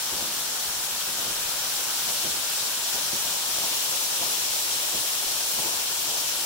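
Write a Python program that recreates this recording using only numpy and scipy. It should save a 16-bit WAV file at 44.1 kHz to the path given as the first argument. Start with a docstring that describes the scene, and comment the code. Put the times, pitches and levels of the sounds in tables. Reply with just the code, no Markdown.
"""Waterfall in a wooded gorge

A waterfall slides down a rock face, heard from the bank through two microphone ports.
Spray hisses as filtered noise and dense drops, the stream churns as splashes with ringing bubbles,
and slugs of water thud and slap as swelling volleys of clicks over a low noise rumble with booms.
Half-way through the microphone turns right: the stream moves left; the spray is louder by then."""
import sys
import numpy as np
from scipy import signal
from scipy.fft import rfft, irfft, next_fast_len
from scipy.io import wavfile
from scipy.ndimage import map_coordinates

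SR = 44100
rng = np.random.default_rng(int(sys.argv[2]) if len(sys.argv) > 2 else 0)


def log_audio(samples):
    """Write samples as a 16-bit WAV file to the path given in sys.argv[1]."""
    # one column per channel
    frames = np.atleast_2d(samples).T
    # limit to full scale, then quantise
    limited = np.clip(frames, -1, 1)
    pcm = np.round(limited * 32767).astype(np.int16)
    wavfile.write(sys.argv[1], SR, pcm)


N = 284445
TIME = np.arange(N) / SR  # s
SIZE = next_fast_len(N)
BIN_HZ = np.maximum(np.arange(SIZE // 2 + 1) * SR / SIZE, 1)
SIDES = np.array([[.5], [-.5]])  # left and right share of a difference between the ports


def from_db(db):
    """Logarithmic level: 20 dB is a factor of ten in amplitude."""
    return 10 ** (np.asarray(db) / 20)


def rms_one(x):
    """Normalisation: scale to an rms of 1."""
    return x / np.sqrt(np.mean(x ** 2) + 1e-20)


def in_time(rows):
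    """Linear interpolation of a curve at every sample."""
    return np.interp(TIME, *np.transpose(rows))


def in_hz(points):
    """Interpolation of a table at every frequency, on a logarithmic axis."""
    hz, value = np.transpose(points)
    return np.interp(np.log(BIN_HZ), np.log(hz), value)


def filtered(x, response):
    """Linear filtering: multiply the spectrum by a frequency response."""
    return irfft(rfft(x, SIZE) * response, SIZE)[..., :N]


def coloured(x, spectrum):
    """Spectral shaping: give a white signal a spectrum, at rms 1."""
    return rms_one(filtered(x, from_db(in_hz(spectrum))))


def drift(rate):
    """Low-passed noise: slow chance of rms 1, changing about rate times a second."""
    return rms_one(filtered(rng.standard_normal(N), 1 / (1 + (BIN_HZ / rate) ** 2)))


def impacts(per_s, spread_db):
    """Shot noise: random clicks of either sign, many small and a few large; rms 1."""
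    sizes = from_db(spread_db * np.minimum(rng.exponential(1, N), 5))
    signs = rng.choice([-1, 1], N)
    struck = rng.random(N) < per_s / SR
    return rms_one(sizes * signs * struck)


def ring(clicks, hz, cycles):
    """Damped resonance: each click rings a sine that falls 60 dB in the given cycles."""
    radius = from_db(-60 * hz / (cycles * SR))
    angle = 2 * np.pi * hz / SR  # radians per sample
    feedback = [1, -2 * radius * np.cos(angle), radius * radius]
    return signal.lfilter([0, np.sin(angle)], feedback, clicks + 1e-18)


PORT_SPACING_M = 0.137


def scattered(spectrum):
    """Diffuse field: rock and leaves return sound from all round; only long waves agree at both ports."""
    alike = np.sinc(2 * BIN_HZ * PORT_SPACING_M / 343)  # 343 m/s is the speed of sound
    noise = rng.standard_normal((2, N))
    mid, side = filtered(noise, np.sqrt([1 + alike, 1 - alike]))
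    return coloured(mid + 2 * SIDES * side, spectrum)


# Shade of the housing on the stream at full turn.
# Each row: frequency in Hz, left minus right in dB.
STREAM_SHADE = [(100, -0.5), (230, 3), (400, 13), (600, 11.5), (950, 9.5), (1450, -1), (3000, 5),
                (8000, -5)]


def from_stream(x, turn, lead_s=.00006, turn_lead_s=0.00021):
    """Arrival time and shadowing: turning gives the left port more lead and shades mostly the right."""
    lead = (lead_s + turn_lead_s * turn) * SR  # samples
    pair = np.array([map_coordinates(x, [np.arange(N) + side * lead], order=3, mode="nearest")
                     for side in SIDES[:, 0]])
    shaded = filtered(pair, from_db(SIDES * in_hz(STREAM_SHADE)))
    return pair + turn * (shaded - pair)


RISE_SHARE = 0.37  # rise of a slug or boom, as a share of its decay


def swell(s, decay_s):
    """Transient power of water landing: a quick rise to time s, then exponential decay."""
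    age = (TIME - s) / decay_s
    fall = np.where(age < 0, (age / RISE_SHARE) ** 2, age)
    return np.exp(-np.minimum(fall, 60))


def patchy(x, depth_db, rate, top_share=0.64, count=9):
    """Independent band modulation: drops of each size shower by themselves, the finest most steadily."""
    centres = np.geomspace(1500, 14000, count)  # Hz
    # overlapping triangular bands that add up to the whole
    bands = (filtered(x, in_hz(list(zip(centres, share)))) for share in np.eye(count))
    depths_db = np.linspace(depth_db, depth_db * top_share, count)
    return sum(band * from_db(db * drift(rate)) for band, db in zip(bands, depths_db))


# Level of the steady spray, which rises before and during the turn.
# Each row: time in seconds, level in dB.
SPRAY_NEARNESS = [(0, -29), (1.0, -29), (2.1, -27.5), (3.45, -27.5), (3.62, -26.5), (5.7, -27),
                  (5.85, -27.5), (6.45, -27.5)]
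# Brief dips of the hiss. Each entry: centre in seconds.
HISS_DIPS = [2.36, 2.78, 3.1, 3.43]
DIP_DB, DIP_WIDTH_S = 1.0, 0.044
THROWN_SPRAY_DB, THROWN_SPRAY_S = 2.5, .07  # spray thrown up by a slug: level against its slap, decay


def spray_level():
    """Power addition: the steady spray with its dips, plus the spray that each slug throws up."""
    dips = sum(np.exp(-np.minimum(((TIME - s) / DIP_WIDTH_S) ** 2, 20)) for s in HISS_DIPS)
    steady = from_db(in_time(SPRAY_NEARNESS) - DIP_DB * dips)
    thrown = sum(swell(s, THROWN_SPRAY_S) * from_db(db + slap_db + THROWN_SPRAY_DB) ** 2
                 for s, db, _, slap_db in SLUG_LANDINGS)
    return np.sqrt(steady ** 2 + thrown)


# Spectrum of the spray. Each row: frequency in Hz, relative density in dB per Hz.
SPRAY_SPECTRUM = [(150, -25.5), (500, -11), (1000, -9), (1900, -6), (2900, -1), (4200, 1.5), (6000, -.5),
                  (8500, -3.5), (11000, -3.5), (13000, -4), (15700, -5)]


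def spray(drops_db=-8.0, near_db=-30.0):
    """Superposition of drops: countless fine ones merge to a hiss; some tick on leaves close by."""
    showers = np.array([impacts(per_s=7000, spread_db=2.5) for side in SIDES])
    drops = coloured(showers, SPRAY_SPECTRUM)
    near = coloured(impacts(per_s=22, spread_db=1.0), SPRAY_SPECTRUM)
    hiss = rms_one(scattered(SPRAY_SPECTRUM) + from_db(drops_db) * drops + from_db(near_db) * near)
    return patchy(hiss, depth_db=1.15, rate=17) * spray_level()


# Spectrum of the stream's splashes. Each row: frequency in Hz, relative density in dB per Hz.
STREAM_SPECTRUM = [(40, -36), (125, -2.5), (210, -3), (270, -4), (400, -9), (540, 0), (700, -1.5),
                   (950, 0.5), (1450, 2), (2000, -4.5), (3100, -10), (6000, -9), (15000, -29)]
STREAM_DB, TURNED_AWAY_DB = -42, -1.4  # main stream when faced; its change at full turn


def stream(turn, bubbles_db=-7.5, scatter_db=-19.5, churn_db=0.72):
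    """Bubble resonance in white water: dense splashes, with air bubbles of many sizes ringing in them."""
    splashes = coloured(impacts(per_s=9000, spread_db=2.0), STREAM_SPECTRUM)
    pitches = np.geomspace(330, 1650, 40)  # Hz
    # the factor hz strengthens the higher bubbles
    bubbles = sum(ring(impacts(per_s=45, spread_db=2.0), hz, cycles=26) * hz for hz in pitches)
    water = from_stream(splashes + from_db(bubbles_db) * rms_one(bubbles), turn)
    water = water + from_db(scatter_db) * scattered(STREAM_SPECTRUM)
    return water * from_db(STREAM_DB + TURNED_AWAY_DB * turn + churn_db * drift(rate=23))


# Spectrum of the rumble. Each row: frequency in Hz, relative density in dB per Hz.
PLUNGE_SPECTRUM = [(8, -8), (22, 2), (45, -3), (70, -0.5), (110, -3.5), (200, -11), (600, -36), (3000, -80)]
# Deep booms in the rumble. Each row: peak in seconds, level in dB.
DEEP_BOOMS = [(.13, -50), (.41, -59), (.69, -55), (.765, -55), (.94, -57), (1.31, -51.5), (1.46, -52),
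              (3.0, -57.5), (3.11, -54), (3.54, -58), (5.27, -54), (5.59, -58)]
BOOM_DECAY_S = 0.033
RUMBLE_DB, RUMBLE_TURNED_DB = -64.5, 1.5  # steady rumble at the foot of the fall; its change at full turn


def plunge(turn, apart_db=-5.5):
    """Coherence at low frequency: the rumble is much alike at both ports and at times swells to a boom."""
    shared = rng.standard_normal(N)
    apart = rng.standard_normal((2, N))
    rumble = coloured(shared + from_db(apart_db) * apart, PLUNGE_SPECTRUM)
    booms = sum(swell(s, BOOM_DECAY_S) * from_db(db) ** 2 for s, db in DEEP_BOOMS)
    return rumble * np.sqrt(from_db(RUMBLE_DB + RUMBLE_TURNED_DB * turn) ** 2 + booms)


# Slugs of water landing.
# Each row: peak in seconds, relative thud level in dB, power decay in seconds, slap against thud in dB.
SLUG_LANDINGS = [(.122, -41, .018, -8), (.2, -45.5, 0.085, 2), (1.088, -47.5, .023, -13),
                 (1.197, -46, .037, 7.5), (1.276, -44, 0.031, -9), (2.087, -47.5, 0.038, 9.5),
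                 (2.254, -40.5, 0.031, -2), (2.34, -46, .04, -8), (2.607, -49, .016, -4),
                 (2.95, -47.5, 0.029, 10), (3.134, -40.5, 0.016, 0), (3.262, -46.5, 0.038, 5),
                 (3.574, -47, .046, 5), (3.637, -45.5, .03, 3), (3.921, -47, .025, -5),
                 (4.222, -43.5, 0.035, 4.5), (4.945, -41.5, .025, -4), (5.592, -41, 0.029, 2),
                 (5.663, -46, .035, 2), (6.095, -48.5, 0.047, 6.5)]
# Spectra of thud and slap. Each row: frequency in Hz, relative density in dB per Hz.
THUD_SPECTRUM = [(20, -20), (80, -3), (135, -1.5), (200, 1.5), (270, 1.5), (340, 1), (520, -0.5),
                 (1000, -31), (4000, -60)]
SLAP_SPECTRUM = [(100, -45), (350, -8), (550, 3), (900, 2.5), (1400, -6), (3000, -32), (12000, -14)]


def slugs(turn, scatter_db=-11.5, level_db=-1.0):
    """Impact and trapped air: a slug lands as a short volley of slaps over the thud of its air."""
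    thud_power, slap_power = np.zeros(N), np.zeros(N)
    for s, db, decay_s, slap_db in SLUG_LANDINGS:
        landing = swell(s, decay_s)
        thud_power += landing * from_db(db) ** 2
        slap_power += landing * from_db(db + slap_db) ** 2
    out = 0
    for power, spectrum in ((thud_power, THUD_SPECTRUM), (slap_power, SLAP_SPECTRUM)):
        volley = from_stream(coloured(impacts(per_s=1000, spread_db=2.0), spectrum), turn)
        out = out + np.sqrt(power) * (volley + from_db(scatter_db) * scattered(spectrum))
    return from_db(level_db) * out


# Heading of the microphone. Each row: time in seconds, turn as a share of the full turn.
MICROPHONE_TURN = [(0, 0.13), (1.6, 0.1), (2.3, 0), (3.1, 0.26), (3.7, 1), (4.5, 1.05), (5.6, 1.0),
                   (6.45, 0.67)]


def scene():
    """Superposition of all parts of the fall at the two ports."""
    turn = in_time(MICROPHONE_TURN)
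    return spray() + stream(turn) + plunge(turn) + slugs(turn)


# Resonances and notches of the microphone housing.
# Each row: centre in Hz, width in Hz, gain in dB.
HOUSING_RESONANCES = [(342, 15, 4.5), (917, 294, 3), (1170, 310, -1.5), (2054, 220, -2.5), (3190, 520, 1.5),
                      (4700, 450, -1), (5680, 720, 3.5), (7440, 930, 4.5), (8500, 600, 0), (9530, 910, 5),
                      (10760, 560, -2), (11650, 700, 2.5), (12650, 1100, -3), (14000, 900, 3)]
# Level difference of the ports. Each row: frequency in Hz, left minus right in dB.
PORT_LEVELS = [(60, 1.8), (200, 0), (500, 2), (1000, 2.5), (1450, 7), (2000, 3.5), (2700, 2), (4000, 2),
               (6000, 2), (8000, 1.5), (10000, 0.7), (12600, -0.2), (14000, 3), (15500, 9)]
# Phase difference of the ports. Each row: frequency in Hz, lead of the left in radians.
PORT_LEADS = [(60, 0.27), (200, -0.81), (450, -1.12), (1200, -1.05), (3000, -0.58)]
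CUTOFF_HZ = 15780


def record(dry):
    """Resonance and transfer response: the housing colours each port in its own way; the top is cut."""
    housing_db = sum(db / (1 + (2 * (BIN_HZ - hz) / width) ** 2) for hz, width, db in HOUSING_RESONANCES)
    ports = from_db(SIDES * in_hz(PORT_LEVELS)) * np.exp(1j * SIDES * in_hz(PORT_LEADS))
    low_pass = from_db(-np.clip((BIN_HZ - CUTOFF_HZ) / 3, 0, 90))  # 1 dB every 3 Hz, down to -90 dB
    return filtered(dry, from_db(housing_db) * ports * low_pass)


dry = scene()
out = record(dry)
log_audio(out)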